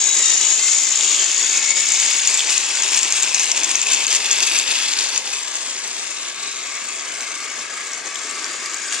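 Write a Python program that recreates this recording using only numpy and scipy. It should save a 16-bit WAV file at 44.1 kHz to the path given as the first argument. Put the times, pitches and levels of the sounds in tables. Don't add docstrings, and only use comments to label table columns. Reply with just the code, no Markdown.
import sys
import numpy as np
from scipy import signal
from scipy.fft import rfft, irfft
from scipy.io import wavfile
from scipy.ndimage import uniform_filter1d, minimum_filter1d

SR = 44100
rng = np.random.default_rng(int(sys.argv[2]) if len(sys.argv) > 2 else 0)


def put_to_file(sound):
    columns = np.atleast_2d(sound).T
    safe = np.clip(columns, -1, 1)
    whole_steps = np.round(safe * 32767)
    wavfile.write(sys.argv[1], SR, whole_steps.astype(np.int16))


N = 396900
TIME = np.arange(N) / SR

# f/Hz, level/dB
ROOM_TONE_EQ = [(20, -1), (60, -11), (120, 4), (200, -4), (1000, -22), (8000, -39)]
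TRACK_EQ = [(80, -41), (170, -11.5), (260, -2.5), (380, 2.5), (560, -1), (700, 1), (900, -9.5),
            (1100, -0.5), (1400, -2), (2200, 0.5), (6000, -57)]
RAIL_EQ = [(700, -36.5), (1400, -6.5), (1900, -2), (2200, 1), (2600, -0.5), (2950, -0.5), (3400, 2),
           (4100, -1), (4900, 3.5), (5800, -1.5), (8000, -43), (14000, -66)]
WAGON_EQ = [(200, -59), (1200, -29), (2500, -8), (4200, -12), (5400, -7.5), (6200, -4), (6900, -0.5),
            (7500, -1.5), (8200, -4.5), (9200, -13.5), (10500, -19.5), (12000, -36.5), (14000, -41.5)]
# f/Hz, left minus right/dB
BALANCE = [(400, 0), (750, -1.5), (1200, 2.5), (2000, 3.5), (3200, 3.5), (4500, 3), (7000, 6), (8600, 3.5),
           (10500, 6.5), (13000, 18.5)]

# f/Hz, width/Hz, level/dB
BRIDGE_MODES = [(856, 165, -1.5), (1060, 71, -0.5)]
FRAME_MODES = [(2570, 280, -0.5), (3560, 130, -3.5)]
FLANGE_MODES = [(2570, 110, 1.5), (3540, 210, 1), (4680, 340, 0.5), (10430, 360, -6.5)]
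HOOK_MODES = [(2610, 140, -0.5), (3700, 600, -6), (6100, 1040, -1.5), (7400, 840, 0.5)]
SHELL_MODES = [(1158, 75, 3.5), (1302, 37, -0.5), (2152, 240, -0.5)]
NOSE_MODES = [(1628, 143, 0)]
GEARBOX_MODES = [(3650, 270, -14.5), (5700, 370, -9.5), (6440, 370, -2), (6970, 440, 1.5),
                 (7730, 740, -7.5), (7950, 360, -8)]

# t/s, level/dB
DRONE_FADER = [(0, -39.5), (2.4, -40), (4.7, -37.5), (5.6, -42), (9, -39.5)]
BRIDGE_FADER = [(1.8, -45), (2.6, -41), (5, -40.5), (6.4, -52.5)]
ROLL_FADER = [(0, -28.5), (.8, -27), (1.2, -26), (2.2, -24.5), (3.6, -28.5), (4.2, -27), (4.85, -22.5),
              (5.4, -31), (6.9, -36), (8.4, -34.5), (9, -33)]
FRAME_FADER = [(0, -46), (2.5, -31), (4.7, -28.5), (5.4, -53), (6.4, -38), (9, -59)]
SHELL_FADER = [(0, -41.5), (2.6, -41), (5.85, -43.5), (6.25, -37), (9, -35.5)]
NOSE_FADER = [(0, -47.5), (2.7, -42), (5.5, -44), (7.2, -41), (8.8, -37)]
CHATTER_FADER = [(0, -16.5), (.8, -17), (1.6, -18.5), (2.2, -19.5), (2.6, -22), (3.3, -23.5), (4.0, -23.5),
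                 (4.5, -22.5), (5.0, -23), (5.45, -28.5), (6.3, -29.5), (7.4, -30.5), (8.4, -31.5),
                 (9, -28.5)]
REVERB_SEND = [(0, -2), (4, -8), (6, -5), (9, -3)]

# t/s, gear rate/Hz
GEAR_SPEED = [(0, 55.5), (.1, 53.6), (.28, 52.1), (.5, 54.4), (.62, 58.5), (.9, 57.8), (1.4, 60.3),
              (1.7, 61.4), (2.2, 60.7), (4.5, 59.5), (6.2, 62.5), (9, 60.5)]
# t/s, spread/dB
SHAKE = [(0, 2.7), (2.3, 4.5), (3.6, 6.2), (4.7, 5.3), (9, 3.0)]
# t/s, gears' share of the chatter/0-1
GEAR_SHARE = [(0, 0.82), (1.2, 0.83), (2.2, 0.5), (2.8, 0.1), (6, 0), (9, 0.21)]
# t/s, left lag/samples
BEARING = [(0, -0.5), (2.2, 2), (3.5, 2.5), (6, 3.5), (9, 1)]

# start/s, length/s, rattle change/dB
JERKS = [(0.227, 0.087, 2), (0.544, 0.043, -1.5), (0.64, 0.11, 2), (1.595, 0.028, -7),
         (1.723, 0.028, -10.5), (2.433, 0.032, -3), (2.492, 0.072, 3.5), (2.905, 0.11, 2.5),
         (3.14, 0.064, 4), (3.37, 0.093, 4), (3.534, 0.019, -10.5), (3.548, 0.023, 6.5),
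         (3.898, 0.037, 5.5), (4.094, 0.078, 4.5), (4.185, 0.039, -5), (4.426, 0.063, 3),
         (4.55, 0.036, 4.5), (4.622, 0.043, -5), (5.193, 0.053, -8), (5.312, 0.065, 2.5), (6.3, 0.1, -4),
         (7.65, 0.077, -2.5), (8.016, 0.025, -10), (8.91, 0.056, 4)]
# middle/s, half length/s, f/Hz, level/dB
RUBS = [(1.132, 0.25, 3120, -28.5), (4.534, .14, 10370, -34.5), (6.42, 0.33, 3850, -36)]
# t/s, level/dB, f/Hz
CLACKS = [(1.5722, -5, 6380), (1.888, -5, 7400), (1.9199, -1.5, 6900), (1.9987, -2.8, 6820),
          (2.2731, 0, 7380), (2.3419, -4, 7210), (2.3733, -4.5, 7150), (2.392, -7, 3100), (2.405, -6, 3300),
          (2.5784, -3.5, 6840), (2.8213, -4.5, 6740), (2.9455, -5, 5800), (2.973, -4.5, 6610),
          (2.989, -5, 6900), (3.0304, -3.5, 7170), (3.1231, -3, 6850), (3.2239, -4, 6750),
          (3.2309, -3, 7340), (3.3451, -1, 6900), (3.396, -5, 6800), (3.5153, -1.5, 6300),
          (3.6335, -7, 6350), (3.644, -4.5, 6620), (3.7138, -6, 6800), (3.7542, -1.5, 6400),
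          (3.8151, -4, 7300), (3.9193, -4, 6170), (3.9328, -3.5, 7000), (3.946, -5, 6900),
          (4.067, -5.5, 6830), (4.1274, -5, 6550), (4.1488, -3.5, 6850), (4.162, -5, 7300),
          (4.3114, 0.5, 6890), (4.329, -4.5, 7100), (4.4038, -7, 4710), (4.5873, -3.5, 7000),
          (4.754, -9, 2570), (4.9351, -9, 2570), (4.9885, -5, 4690), (5.1765, -2.8, 7000),
          (5.5546, -10, 6500), (7.2064, -14, 6260), (7.933, -14, 5900), (8.1562, -13.5, 2900),
          (8.3097, -13, 6820), (8.4429, -13.5, 5210), (8.6589, -13, 4700), (8.7427, -12, 6830)]
# middle/s, half length/s, harmonic of the tooth rate, level/dB
SQUEALS = [(.24, 0.48, 3, -33), (.26, 0.43, 4, -32), (0.266, 0.049, 4, -28), (0.273, 0.088, 2, -31),
           (.29, .08, 6, -27.5), (.64, 0.061, 2, -33.5), (0.848, .12, 2, -36), (1.66, 0.2, 2, -30.5),
           (2.03, 0.23, 2, -34), (7.498, .13, 2, -37), (7.98, 0.27, 2, -41.5)]

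TEETH = 18
ROLL_FOLLOWS, TRACK_FOLLOWS, SHELL_FOLLOWS = 0.63, 0.12, 0.64
GEAR_LURCH_DB, RATTLE_LURCH_DB, TRACK_LURCH_DB = 0.8, 1.37, 2.5


def from_db(db):
    return 10 ** (np.asarray(db) / 20)


def unit_rms(x):
    return x / np.sqrt(np.mean(x ** 2) + 1e-20)


def ride(curve):
    return np.interp(TIME, *np.transpose(curve))


def swell(middle_s, half_s, edge_db=-9):
    return from_db(edge_db * np.minimum(((TIME - middle_s) / half_s) ** 2, 10))


def drift(rate):
    r = np.exp(-20 * np.pi * rate / SR)
    slow = signal.lfilter([1], [1, -2 * r, r * r], rng.standard_normal(N // 10 + 4002))[4000:]
    return np.interp(np.arange(N) / 10, np.arange(len(slow)), unit_rms(slow))


def bandpass(x, low_hz, high_hz, order=2):
    return signal.sosfilt(signal.butter(order, [low_hz, high_hz], "band", fs=SR, output="sos"), x)


def eq(x, curve, size=4096):
    hz, db = np.transpose(curve)
    grid = np.maximum(np.fft.rfftfreq(size, 1 / SR), 1)
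    cepstrum = irfft(np.log(from_db(np.interp(np.log(grid), np.log(hz), db))))
    cepstrum[1:size // 2] *= 2
    cepstrum[size // 2 + 1:] = 0
    return signal.oaconvolve(x, irfft(np.exp(rfft(cepstrum))))[:N]


def resonate(x, modes):
    out = 0
    for k, (hz, width, db) in enumerate(modes):
        r = np.exp(-np.pi * width / SR)
        poles = [1, -2 * r * np.cos(2 * np.pi * hz / SR), r * r]
        ring = signal.lfilter([1, 0, -1], poles, x + 1e-18)
        out = out + (-1) ** k * from_db(db) * (1 - r * r) / 2 * ring
    return out


def contacts(per_s, spread_db):
    sizes = from_db(spread_db * np.clip(rng.standard_normal(N), -2, 2)) * rng.choice([-1, 1], N)
    return sizes * (rng.random(N) < per_s / SR)


def steady(x, size=2600):
    return x / np.sqrt(np.maximum(uniform_filter1d(x * x, size), 0) + 1e-12)


def small_parts(clicks, low_hz, high_hz, width_hz, count=24):
    at = np.flatnonzero(clicks)
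    part = rng.integers(0, count, len(at))
    out = np.zeros(N)
    for k, hz in enumerate(np.linspace(low_hz, high_hz, count)):
        own = np.zeros(N)
        own[at[part == k]] = clicks[at[part == k]]
        out += resonate(own, [(hz, width_hz, 0)])
    return unit_rms(out)


def hum(modes, jolt_db):
    knocks = contacts(per_s=2000, spread_db=2.5) * from_db(0.35 * jolt_db)
    softened = eq(knocks, [(300, -8.5), (800, -2), (2800, 0.0), (6000, -13.5)])
    return steady(resonate(softened, modes))


def jerks(ramp_s=0.032):
    return sum(db * np.clip(np.minimum(TIME - s, s + length - TIME) / ramp_s + .5, 0, 1)
               for s, length, db in JERKS)


def place(x, lag, send_db, room_t60_s=0.44, early_t60_s=0.017, size=8192):
    left = np.interp(4 * (np.arange(N) - lag), np.arange(4 * N), signal.resample_poly(x, 4, 1))
    t = TIME[:size]
    fade = (from_db(-60 * t / room_t60_s) + 5.1 * from_db(-60 * t / early_t60_s)) * (t > .0006)
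    fade /= np.linalg.norm(fade)
    window = np.sin(np.pi * np.arange(size) / size)
    padded, room = np.pad(x, size), np.zeros((2, N + 3 * size))
    for i in range(0, N + size, size // 2):
        echoes = rng.standard_normal((2, size)) * fade
        grain = padded[i:i + size] * window
        room[:, i:i + 2 * size] += irfft(rfft(grain, 2 * size) * rfft(echoes, 2 * size))
    wet = from_db(send_db)
    return (np.array([left, x]) + wet * room[:, size:size + N]) / np.sqrt(1 + wet ** 2)


def room_tone():
    return from_db(-68.5) * unit_rms(eq(rng.standard_normal(N), ROOM_TONE_EQ))


def track_drone():
    drone = unit_rms(eq(contacts(per_s=5000, spread_db=2.0), TRACK_EQ))
    return from_db(ride(DRONE_FADER)) * drone + from_db(ride(BRIDGE_FADER)) * hum(BRIDGE_MODES, 0)


def engine_body(jolt_db):
    shell = from_db(ride(SHELL_FADER)) * hum(SHELL_MODES, jolt_db)
    nose = from_db(ride(NOSE_FADER)) * hum(NOSE_MODES, jolt_db)
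    return from_db(1.3 * drift(8.5)) * (shell + nose)


def frames(jolt_db):
    return from_db(ride(FRAME_FADER) + .5 * jolt_db) * hum(FRAME_MODES, jolt_db)


def rubs(jolt_db, width_hz=480):
    slips = contacts(per_s=1500, spread_db=5.0) * from_db(jolt_db)
    out = np.zeros(N)
    for s, half, hz, db in RUBS:
        ring = resonate(slips, [(hz, width_hz, 0)])
        out += from_db(db) * swell(s, half) * steady(resonate(ring, [(hz, 2 * width_hz, 0)]))
    return out


def flanges(jolt_db, bend_s=4.59, spread_s=0.51):
    ticks = contacts(per_s=400, spread_db=9.5) * from_db(jolt_db)
    ringing = steady(bandpass(resonate(ticks, FLANGE_MODES), 1500, 11000))
    in_bend = np.exp(-((TIME - bend_s) / spread_s) ** 2 / 2)
    return from_db(-27) * in_bend * ringing


def wheels(jolt_db):
    grains = contacts(per_s=6000, spread_db=4.0) * from_db(0.43 * jolt_db)
    ringing = small_parts(grains, low_hz=1240, high_hz=6400, width_hz=370)
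    return from_db(ride(ROLL_FADER)) * steady(eq(ringing, RAIL_EQ))


def couplings(jerk_db):
    ticks = contacts(per_s=260, spread_db=1.0) * (rng.random(N) < .3 * from_db(jerk_db))
    return from_db(-7) * unit_rms(bandpass(resonate(ticks, HOOK_MODES), 1800, 8200, order=3))


def wagons(jolt_db):
    ticks = contacts(per_s=1700, spread_db=3.5) * from_db(jolt_db)
    return steady(eq(small_parts(ticks, low_hz=2260, high_hz=12400, width_hz=890), WAGON_EQ))


def clacks(width_hz=700, crack_db=-11.5, full_hit_t60_s=.013):
    hits, t = np.zeros(N), TIME[:SR // 25]
    for s, db, hz in CLACKS:
        buzz = rng.standard_normal(len(t))
        age = t / from_db(.25 * db)
        attack = np.minimum(age / .0007, 1)
        decay = from_db(-60 * np.maximum(age - .0015, 0) / full_hit_t60_s)
        ring = eq(resonate(buzz, [(hz, width_hz, 0)]) + from_db(crack_db) * buzz, WAGON_EQ)[:len(t)]
        swing = ring / (np.abs(signal.hilbert(ring)) + 1e-12)
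        start = int(s * SR)
        hits[start:start + len(t)] += from_db(db) * attack * decay * swing
    return bandpass(hits, 1800, 8000)


def gear_whine(turns):
    mesh = 2 * np.pi * TEETH * turns + .12 * drift(25)
    tones = {}
    for k in sorted({round(row[2]) for row in SQUEALS}):
        wavering = np.sin(k * mesh + .14 * (k + 3) * drift(60))
        tones[k] = unit_rms(wavering * from_db(5 * np.tanh(drift(60))))
    return sum(from_db(db) * swell(s, half) * tones[round(k)] for s, half, k, db in SQUEALS)


def gearbox(turns, throb_db=5, motor_ratio=5.3, motor_db=2.0, tooth_db=4.5):
    angle = 2 * np.pi * turns
    flutter_db = motor_db * np.cos(motor_ratio * angle) + tooth_db * np.cos(TEETH * angle)
    load_db = throb_db * np.cos(angle) + flutter_db
    slaps = contacts(per_s=6300, spread_db=5.5) * from_db(load_db + drift(38))
    return steady(bandpass(resonate(slaps, GEARBOX_MODES), 2200, 9500))


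def scene():
    turns = np.cumsum(ride(GEAR_SPEED)) / SR
    share = np.clip(ride(GEAR_SHARE), 0, 1)
    jerk_db = jerks()
    jolt_db = ride(SHAKE) * np.tanh(drift(71) / 1.9)
    lurch = np.tanh(drift(10.6))

    gears = np.sqrt(share) * from_db(GEAR_LURCH_DB * lurch) * gearbox(turns)
    rattle = wagons(jolt_db) + couplings(jerk_db)
    rattle *= np.sqrt(1 - share) * from_db(RATTLE_LURCH_DB * lurch)
    chatter = from_db(ride(CHATTER_FADER) + jerk_db) * (gears + rattle)
    rolling = wheels(jolt_db) + frames(jolt_db) + flanges(jolt_db) + rubs(jolt_db)
    rolling *= from_db(ROLL_FOLLOWS * jerk_db + RATTLE_LURCH_DB * lurch)
    engine = from_db(SHELL_FOLLOWS * jerk_db) * engine_body(jolt_db) + gear_whine(turns)
    track = from_db(TRACK_FOLLOWS * jerk_db + TRACK_LURCH_DB * lurch) * track_drone()
    air = room_tone()

    lag, send_db = ride(BEARING), ride(REVERB_SEND)
    pair = (place(chatter, lag, send_db + 3.5)
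            + place(rolling + engine + clacks(), lag, send_db)
            + place(track, lag, send_db=-10.0)
            + place(air, 0, send_db=4.0))
    return np.array([eq(channel, [(hz, side * db / 2) for hz, db in BALANCE])
                     for channel, side in zip(pair, (1, -1))])


def record(dry, ceiling=.97, size=25, cutoff_hz=14330):
    allowed = np.minimum(1, ceiling / (np.abs(dry).max(axis=0) + 1e-9))
    limited = dry * uniform_filter1d(minimum_filter1d(allowed, size), size)
    return signal.sosfilt(signal.ellip(10, .1, 80, cutoff_hz, fs=SR, output="sos"), limited)


dry = scene()
out = record(dry)
put_to_file(out)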